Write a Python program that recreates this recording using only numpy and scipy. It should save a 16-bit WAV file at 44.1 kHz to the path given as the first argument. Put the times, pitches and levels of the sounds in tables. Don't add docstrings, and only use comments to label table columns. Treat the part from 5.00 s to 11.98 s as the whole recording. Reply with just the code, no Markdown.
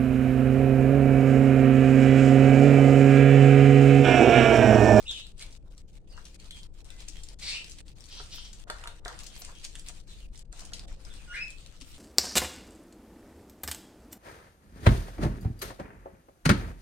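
import sys
import numpy as np
from scipy import signal
from scipy.fft import rfft, irfft, next_fast_len
from scipy.io import wavfile
from scipy.ndimage import uniform_filter1d, map_coordinates

SR = 44100
rng = np.random.default_rng(int(sys.argv[2]) if len(sys.argv) > 2 else 0)


def dump_mix(stems):
    frames = np.atleast_2d(stems).T
    limited = np.clip(frames, -1, 1)
    pcm = np.round(limited * 32767).astype(np.int16)
    wavfile.write(sys.argv[1], SR, pcm)


def voltage_ratio(decibels):
    exponent = np.asarray(decibels, float) / 20
    return 10 ** exponent


N = 307818


def unit(x):
    return x / np.sqrt(np.mean(x ** 2) + 1e-20)


def along(points, hz):
    f, v = np.transpose(points)
    return np.interp(np.log(hz + 1), np.log(f + 1), v)


def curves(rows, t):
    s, *cols = np.transpose(rows)
    return [np.interp(t, s, c) for c in cols]


def wobble(rate, size=N):
    knots = rng.standard_normal(int(size * rate / SR) + 4)
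    return map_coordinates(knots, [np.arange(size) * rate / SR])


def strokes(rows):
    t = np.arange(N) / SR
    return sum(voltage_ratio(db) * np.exp(-8 * ((t - s) / length) ** 2) for s, length, db in rows)


def filtered(x, response):
    m = next_fast_len(N + 8192)
    return irfft(rfft(x, m) * response(np.fft.rfftfreq(m, 1 / SR)), m)[..., :N]


# f/Hz, likeness [0-1]
PORT_LIKENESS = [(30, 0.78), (120, 0.81), (300, 0.77), (900, 0.194), (2500, 0.0056)]


def rush(spectrum, patchy_db):
    z = signal.stft(rng.standard_normal((2, N + 512)), nperseg=512)[2]
    field = uniform_filter1d(rng.standard_normal(z.shape[1:]), size=6, axis=0)
    field = uniform_filter1d(field, size=8, axis=1)
    pair = signal.istft(z * voltage_ratio(patchy_db * unit(field)), nperseg=512)[1][:, :N]

    def mid_side(hz):
        turn = np.arccos(np.clip(along(PORT_LIKENESS, hz), -1, 1)) / 2
        return voltage_ratio(along(spectrum, hz)) * [np.cos(turn), np.sin(turn)]

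    mid, side = filtered(pair, mid_side)
    return unit(np.array([mid + side, mid - side]))


def add(mix, s, sound, pan_db, lag):
    for port, way in enumerate((1, -1)):
        start = max(round(s * SR + way * lag / 2), 0)
        part = mix[port, start:][:len(sound)]
        part += voltage_ratio(way * pan_db / 2) * sound[:len(part)]


def small(rows, hz):
    chance = rng.standard_normal((len(rows), 2))
    return [(s, db, hz * (1 + 0.12 * a), 1.5 + 6 * b) for (s, db), (a, b) in zip(rows, chance)]


# t/s, peak level/dB, f/Hz, left-right/dB
SNAPS = [(0.1119, -29, 5400, 0.5), (0.2683, -40, 4270, 0), (0.3952, -39, 8100, -1.5),
         (0.4252, -33, 4100, 0), (1.4004, -42, 4370, 3), (1.5092, -35.5, 3820, 2),
         (2.005, -38.5, 4700, 0.5), (2.0845, -33, 6280, 6.5), (2.2355, -38.5, 7500, -1),
         (2.2874, -40, 5200, 6.5), (2.389, -35.5, 6100, 8), (2.6443, -37, 5100, 3),
         (2.6982, -40, 7800, 6.5), (2.719, -39.5, 6500, -1.5), (3.088, -43, 4480, 1),
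         (3.531, -42, 7600, 5.5), (3.701, -30.5, 4070, 1.5), (3.8399, -36, 3270, 1),
         (3.8744, -29, 3730, -0.5), (4.051, -34, 3530, 1), (4.0809, -31.5, 4190, 0),
         (4.1906, -37, 8800, 4.5), (4.42, -36, 6680, -0.5), (4.449, -36.5, 8840, 2.5),
         (4.644, -35.5, 5000, 4.5), (4.755, -34, 3300, -2), (4.796, -36, 9400, -4.5),
         (4.8866, -31, 7500, -1), (5.735, -31.5, 4840, 0.5), (5.7948, -36, 4730, -1)]
# t/s, peak level/dB
BITES = [(.5262, -46), (.7792, -46.5), (1.1767, -47.5), (1.254, -41.5), (1.4591, -47.5), (1.6327, -40.5),
         (1.9042, -40), (2.7862, -41.5), (2.882, -47), (3.0069, -45), (3.041, -42), (3.2294, -62),
         (3.7854, -45), (4.5984, -46), (4.737, -62), (4.8634, -43.5), (5.0018, -49), (5.597, -43),
         (5.7201, -47), (6.0515, -44), (6.6634, -47.5), (6.813, -38)]
# t/s, peak level/dB
CLAW_TICKS = [(.38, -50), (1.3457, -52), (1.8452, -47), (2.7122, -40.5), (3.5968, -47.5), (5.3766, -46),
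              (5.393, -41.5), (5.5278, -41), (5.652, -39.5), (6.5047, -38)]
# t/s, peak level/dB
TEARS = [(0.507, -50.5), (0.7041, -62), (0.8808, -63), (0.9324, -58), (1.1045, -59), (1.74, -58),
         (1.9647, -53), (2.9571, -56.5), (3.0578, -45.5), (3.261, -47), (3.7653, -49.5), (4.2348, -45.5),
         (4.2664, -40.5), (4.5526, -52), (4.6498, -32), (5.0795, -56), (5.3248, -60.5), (5.358, -47),
         (5.607, -41.5), (5.878, -52), (5.9828, -55.5), (5.9973, -62), (6.8044, -49), (6.917, -49.5)]


def pecks():
    mix, t = np.zeros((2, N)), np.arange(SR // 8) / SR
    crack = voltage_ratio(-60 * t / .008) * (1 - np.exp(-t / .001)) ** 2
    crinkle = .1 * voltage_ratio(-60 * t / .07) * (1 - np.exp(-t / .002))
    high_pass = signal.butter(2, 3600, "high", fs=SR, output="sos")
    events = [*SNAPS, *small(BITES, 5070), *small(CLAW_TICKS, 8830), *small(TEARS, 6400)]
    for s, db, hz, pan_db in events:
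        ragged = voltage_ratio(3 * wobble(900, len(t)))
        burst = rng.standard_normal(len(t)) * (crack + crinkle) * ragged
        broad = signal.sosfilt(high_pass, burst)
        hump = signal.lfilter(*signal.iirpeak(hz, 3.5, SR), burst)
        snap = 0.86 * (hz / 5000) * broad + 1.25 * hump
        add(mix, s - .0015, voltage_ratio(db + 5.0) * snap / np.abs(snap).max(), pan_db, rng.uniform(-12.5, 14))
    return mix


# t/s, peak level/dB, level of the modes under 900 Hz/dB
DISH_BLOWS = [(0.111, -48, -11.5), (0.429, -58, -6.5), (1.177, -45.5, -22.5), (3.199, -40.5, -11),
              (3.341, -49.5, -6.5), (3.381, -49, -17.5), (3.672, -41.5, -13), (3.699, -27, -15.5),
              (3.837, -38.5, -26), (3.857, -38, -18.5), (3.874, -39, -15.5), (4.059, -30, -7),
              (4.082, -35.5, -19), (4.417, -50, -3), (4.489, -49.5, -23), (4.894, -50, -3.5),
              (5.53, -49, -6), (5.62, -50.5, 5), (5.722, -47.5, -7), (5.912, -55, -12.5), (6.067, -52, -16),
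              (6.804, -78, -12.5)]
# f/Hz, level/dB, t60/s
DISH_MODES = [(474.6, 4, 0.0308), (620, 1, 0.069), (712.6, 7, 0.063), (952, -5.5, 0.0635),
              (1281.4, -2.5, 0.0358), (1403, 4.5, 0.0285), (1596, -1, 0.033), (1775, -4, 0.021)]


def knocks():
    mix, t = np.zeros((2, N)), np.arange(SR // 6) / SR
    for s, db, low_db in DISH_BLOWS:
        ring = np.zeros(len(t))
        for hz, level, t60 in DISH_MODES:
            mode_db = level + low_db * (hz < 900) + rng.normal(0, 2)
            ring += voltage_ratio(mode_db - 60 * t / t60) * np.sin(2 * np.pi * hz * rng.normal(1, .015) * t)
        rattle = 1 + .3 * wobble(500, len(t))
        ring = ring * rattle * (1 - np.exp(-t / 0.00058))
        add(mix, s, voltage_ratio(db) * ring / np.abs(ring).max(), -1.2, rng.uniform(3.7, 9.1))
    return mix


CALL_PAN_DB, CALL_LAG = .5, 3


def sing(rows, voice):
    rough, overtones_db, peak, rise_db, fall_db = voice
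    mix = np.zeros((2, N))
    for s, length, first, last, db in rows:
        t = np.arange(s, s + length, 1 / SR)
        path = [(s, first, db - rise_db),
                (s + peak * length, first + peak * (last - first), db),
                (s + length, last, db - fall_db)]
        pitch, level_db = curves(path, t)
        phase = 2 * np.pi * np.cumsum(pitch * (1 + .2 * rough * wobble(900, len(t)))) / SR
        tone = np.sin(phase)
        for k, overtone_db in enumerate(overtones_db, start=2):
            tone += voltage_ratio(overtone_db) * np.sin(k * phase) * (k * pitch < SR / 3)
        flutter = voltage_ratio(1.5 * wobble(120, len(t)) + 5 * rough * wobble(600, len(t)))
        swell = voltage_ratio(level_db + 1.0) * signal.windows.tukey(len(t), .1)
        add(mix, t[0], swell * tone * unit(flutter), CALL_PAN_DB, CALL_LAG)
    return mix


def rasps(rows, throat):
    bursts_hz = 241.3 * (1 + 0.2493 * wobble(60))
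    beat = np.sin(2 * np.pi * np.cumsum(bursts_hz) / SR)
    breath = rng.standard_normal(N) * (1 + 0.35 * beat)

    def resonances(f):
        return sum((-1) ** k * voltage_ratio(db) * 1j * f * w / (c * c - f * f + 1j * f * w)
                   for k, (c, w, db) in enumerate(throat))

    mix = np.zeros((2, N))
    add(mix, 0, strokes(rows) * unit(filtered(breath, resonances)), CALL_PAN_DB, CALL_LAG)
    return mix


# t/s, length/s, first f/Hz, last f/Hz, peak level/dB
WHISTLE_NOTES = [
    (.054, .03, 2770, 2870, -45),
    (.066, .052, 3620, 3560, -33.5),
    (3.125, .06, 3210, 3200, -55),
]
REEDY_NOTES = [
    (6.275, .065, 1445, 1440, -46),
    (6.34, .05, 1440, 1450, -50),
]
CLIMB_NOTES = [
    (6.322, .02, 1620, 1720, -45),
    (6.338, .026, 2080, 2020, -39),
    (6.361, .048, 2400, 2410, -38),
]
TOP_NOTES = [
    (6.407, .038, 2570, 2580, -33),
]
CHATTER_NOTES = [
    (.112, 0.11, 3050, 2900, -44.5),
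    (.12, 0.14, 3600, 3650, -47.5),
    (.395, 0.0755, 2204, 2560, -57),
    (2.515, 0.1014, 2600, 2780, -39.5),
    (3.345, 0.139, 3141, 3200, -54.5),
    (6.338, .055, 1698, 1848, -41.5),
]
# roughness [0-1], overtone levels/dB, peak [share of length], rise/dB, fall/dB
WHISTLE_VOICE = (.22, (-16,), .45, 14, 6)
REEDY_VOICE = (.1, (-5, -30, -17), .6, 12, 3)
CLIMB_VOICE = (.15, (-20,), .5, 4, 3)
CLEAR_VOICE = (.05, (-14,), .5, 4, 8)
CHATTER_VOICE = (.36, (-12, -18), .3, 5, 10)
# t/s, length/s, level/dB
SQUAWKS = [
    (2.432, 0.044, -43.5),
    (2.49, 0.102, -37),
    (2.55, 0.118, -47),
]
HISS_CRIES = [
    (3.13, 0.085, -50.5),
    (3.19, 0.072, -49),
    (3.335, 0.066, -46),
    (3.385, 0.049, -49.5),
    (3.455, 0.0485, -51),
]
# f/Hz, width/Hz, level/dB
SQUAWK_THROAT = [(2280, 350, -2.5), (3650, 550, 0.5), (4590, 546, 2), (5660, 290, -3), (7500, 3000, -11)]
HISS_THROAT = [(3200, 700, -0.5), (4150, 570, 2), (4780, 700, 1), (5880, 750, -2)]


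def near_birds():
    calls = sing(WHISTLE_NOTES, WHISTLE_VOICE) + sing(CHATTER_NOTES, CHATTER_VOICE)
    rising = sing(REEDY_NOTES, REEDY_VOICE) + sing(CLIMB_NOTES, CLIMB_VOICE) + sing(TOP_NOTES, CLEAR_VOICE)
    return calls + rising + rasps(SQUAWKS, SQUAWK_THROAT) + rasps(HISS_CRIES, HISS_THROAT)


# t/s, rustle level/dB
FLOCK_BUSTLE = [(0, -66), (.35, -72), (1.0, -70.5), (2.0, -68.5), (2.8, -69.5), (3.6, -67), (4.3, -65),
                (5.1, -69), (6.0, -65.5), (6.98, -67.5)]
# t/s, length/s, level/dB
PAPER_SHUFFLES = [(.15, 0.213, -56), (.53, 0.33, -67.5), (.97, 0.08, -74), (1.3, 0.42, -66),
                  (1.56, 0.13, -64.5), (1.98, 0.19, -79), (2.2, 0.24, -62.5), (2.43, 0.19, -55.5),
                  (2.64, 0.24, -59.5), (3.17, 0.22, -57.5), (3.41, 0.34, -62), (3.8, 0.3, -71),
                  (4.25, 0.5, -62.5), (4.48, 0.19, -62.5), (4.73, 0.31, -61.5), (4.95, 0.115, -64.5),
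                  (5.17, 0.4, -67.5), (5.4, 0.08, -73), (5.6, 0.3, -64.5), (6.4, 0.32, -61.5),
                  (6.93, 0.25, -67)]
# t/s, length/s, level/dB
BODY_SCUFFLES = [(.1, .15, -84.5), (.44, 0.2, -70), (.68, 0.164, -70), (1.19, 0.22, -66.5),
                 (1.43, 0.213, -72), (1.65, 0.091, -73), (1.95, 0.35, -70), (2.52, 0.37, -63.5),
                 (3.19, 0.208, -65), (3.44, 0.244, -72), (3.75, 0.2, -58), (3.87, 0.16, -57.5),
                 (4.09, 0.1515, -51), (4.19, 0.14, -60), (4.5, 0.12, -61), (5.6, 0.25, -67.5),
                 (5.92, 0.592, -66), (6.33, 0.313, -64), (6.71, 0.138, -73)]
# f/Hz, level per Hz/dB
CRISP_PAPER = [(900, -9.5), (1500, -9), (2500, 0), (4300, -1), (5600, -4), (8800, -3.5), (10200, -15),
               (12500, -21.5), (16000, -32)]
DULL_PAPER = [(250, -54), (480, 4), (900, 2.5), (1600, 1), (2100, -4), (4000, -80)]


def rustle():
    busy = voltage_ratio(curves(FLOCK_BUSTLE, np.arange(N) / SR)[0])
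    crisp_gain = np.hypot(busy, strokes(PAPER_SHUFFLES))
    dull_gain = np.hypot(voltage_ratio(-7.5) * busy, strokes(BODY_SCUFFLES))
    crackle_size = voltage_ratio(6.06 * np.minimum(rng.exponential(size=(2, N)), 3))
    crackles = (rng.random((2, N)) < 110 / SR) * crackle_size
    grit = signal.lfilter([1], [1, -.97], crackles)
    crisp = unit(rush(CRISP_PAPER, patchy_db=2.5) * (1 + 0.75 * grit))
    dull = rush(DULL_PAPER, patchy_db=3.5)
    gust = wobble(25)
    crisp_gust = voltage_ratio(7.0 + 2.8 * gust)
    dull_gust = voltage_ratio(4.0 + 0.94 * gust + 0.47 * wobble(22))
    return crisp_gain * crisp_gust * crisp + dull_gain * dull_gust * dull


# t/s, length/s, level/dB
CLAW_DRAGS = [
    (.415, 0.038, -46),
    (2.012, 0.077, -51.5),
    (2.083, 0.0118, -47),
    (4.205, 0.034, -46.5),
    (4.273, .02, -72),
    (4.652, 0.053, -45.5),
    (4.892, 0.048, -47),
    (6.82, 0.03, -48.5),
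]


def claw_scrapes():
    return strokes(CLAW_DRAGS) * voltage_ratio(1.4 * wobble(300)) * rush(CRISP_PAPER, patchy_db=0.0)


# t/s, peak level/dB, f/Hz
LANDINGS = [
    (2.098, -48, 299.6),
    (3.2, -44, 414),
    (3.36, -70, 236),
    (3.879, -69, 130),
    (5.63, -46.5, 175),
    (6.82, -42.5, 265.8),
]


def landings():
    mix, t = np.zeros((2, N)), np.arange(SR // 6) / SR
    for s, db, hz in LANDINGS:
        thud = voltage_ratio(db - 60 * t / 0.068) * np.sin(2 * np.pi * hz * t)
        add(mix, s, thud * (1 - np.exp(-t / 0.0017)), -1.5, 3)
    return mix


# t/s, length/s, level/dB
WING_SWISHES = [
    (3.36, .05, -56),
    (4.24, .02, -59),
    (4.402, 0.041, -49),
    (4.882, 0.042, -63),
    (6.9, 0.12, -65),
]
# f/Hz, level per Hz/dB
FEATHER_HISS = [(6000, -18), (10000, 0.5), (13500, 6.5), (15500, 2)]


def feathers():
    return (strokes(WING_SWISHES) + voltage_ratio(-81.0)) * rush(FEATHER_HISS, patchy_db=1.5)


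# t/s, length/s, first f/Hz, last f/Hz, peak level/dB
FAR_NOTES = [(1.09, 0.0687, 5110, 4150, -59), (1.12, 0.082, 2880, 2750, -62.5),
             (1.515, 0.098, 3292, 3259, -52), (1.89, .11, 2003, 2040, -67),
             (2.155, 0.055, 3200, 3200, -56.5), (4.29, 0.102, 3200, 3234, -60),
             (4.545, 0.058, 3188, 3230, -56.5), (5.08, 0.082, 4094, 3440, -56),
             (5.2, 0.067, 3135, 2430, -61.5), (6.105, 0.0406, 3590, 3250, -54.5),
             (6.165, 0.068, 2940, 2370, -58.5)]
# roughness [0-1], overtone levels/dB, peak [share of length], rise/dB, fall/dB
FAR_VOICE = (0.185, (), 0.14, 9, 8.3)


def far_birds():
    return sing(FAR_NOTES, FAR_VOICE)


# f/Hz, t60/s
WALL_DECAY = [(300, .3), (2500, .3), (8000, .22), (14000, .12)]


def room(x, chunk=11025):
    wet = np.zeros((2, N + chunk + SR // 2))
    for k in range(0, N, chunk):
        hz, t, z = signal.stft(rng.standard_normal((2, SR // 2)), SR, nperseg=256)
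        decay = voltage_ratio(-60 * t / along(WALL_DECAY, hz)[:, None])
        tail = signal.istft(z * decay, SR, nperseg=256)[1][:, :SR // 2 - 256]
        echo = signal.fftconvolve(x[:, k:k + chunk], tail / np.linalg.norm(tail[0]), axes=1)
        start = k + 200
        wet[:, start:start + echo.shape[1]] += echo
    return wet[:, :N]


# f/Hz, level per Hz/dB
ROAD_SPECTRUM = [(8.8, -34), (15, 6.5), (48, -2.5), (113, -20), (172, -18), (253, -27), (315, -23.5),
                 (371, -29), (516, -29), (587, -35), (946, -41), (1060, -61), (1200, -57.5), (1560, -69.5),
                 (2640, -120)]
# t/s, level/dB
ROAD_SWELL = [(0.0, -46), (1.98, -46), (5.62, -47), (5.73, -42.5), (6.77, -48.5), (6.98, -47)]


def traffic():
    t = np.arange(N) / SR
    rumble = voltage_ratio(curves(ROAD_SWELL, t)[0]) * rush(ROAD_SPECTRUM, patchy_db=1.28)
    mains = voltage_ratio(-66.0 + 1.2 * wobble(5.2)) * np.sin(2 * np.pi * 120.5 * t)
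    return rumble + mains


# f/Hz, level/dB
TREBLE_LOSS = [(8800, 2.5), (10000, -4), (11500, -14), (15500, -20)]


def scene():
    snaps, blows, near, far = pecks(), knocks(), near_birds(), far_birds()
    direct = snaps + blows + voltage_ratio(-1.5) * near + voltage_ratio(-1.5) * far
    send = voltage_ratio(-6.5) * snaps + voltage_ratio(-7.0) * blows + voltage_ratio(-2.0) * near + voltage_ratio(-3.5) * far
    birds = filtered(direct + room(send), lambda hz: voltage_ratio(along(TREBLE_LOSS, hz)))
    return birds + rustle() + claw_scrapes() + landings() + feathers() + traffic()


# f/Hz, left-right/dB
PORT_LEAN = [(60, 5), (240, 1.0), (950, -0.5), (3770, 1), (15000, 4)]


def microphone_ports(dry):
    return filtered(dry, lambda hz: voltage_ratio(np.outer([.5, -.5], along(PORT_LEAN, hz))) * (hz < 15950))


# from t/s, to t/s, depth/dB
SHUT_LULLS = [(0.327, 0.378, -13), (0.583, 0.658, -21.5), (0.655, 0.685, -8), (0.69, 0.714, -16),
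              (0.747, 0.775, -8), (0.825, 0.886, -19.5), (0.906, 0.94, -9), (0.99, 1.08, -22),
              (1.07, 1.116, -7.5), (1.37, 1.396, -23.5), (1.675, 1.743, -20.5), (1.826, 1.85, -21.5),
              (2.351, 2.397, -25), (2.818, 2.863, -18), (2.939, 2.964, -18), (3.646, 3.679, -33),
              (4.002, 4.051, -21.5), (5.019, 5.046, -9), (5.046, 5.078, -14), (5.272, 5.292, -20),
              (5.294, 5.334, -19), (5.434, 5.457, -42), (5.461, 5.525, -24), (5.862, 5.882, -26),
              (5.954, 6.003, -10.5)]


def suppressor(ports):
    treble = filtered(ports, lambda hz: 1 / (1 + (850 / (hz + 1)) ** 4))
    t, shut_db = np.arange(N) / SR, np.zeros(N)
    for start, end, depth_db in SHUT_LULLS:
        closing, opening = (t - start) / 0.0068 + 1, (end - t) / 0.015
        shut_db += depth_db * np.clip(np.minimum(closing, opening), 0, 1)
    return ports - (1 - voltage_ratio(shut_db)) * treble


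# f/Hz, level per Hz/dB
MIC_HISS = [(600, -40.5), (1200, 16.5), (5000, -3), (9000, -22), (11000, -12.5), (16000, -8)]


def self_noise():
    return voltage_ratio(-89.5) * rush(MIC_HISS, patchy_db=1)


def roll_off(x):
    return signal.sosfilt(signal.butter(12, 16000, fs=SR, output="sos"), x)


def record(dry):
    heard = suppressor(microphone_ports(dry)) + self_noise()
    return roll_off(heard)


dry = scene()
out = record(dry)
dump_mix(out)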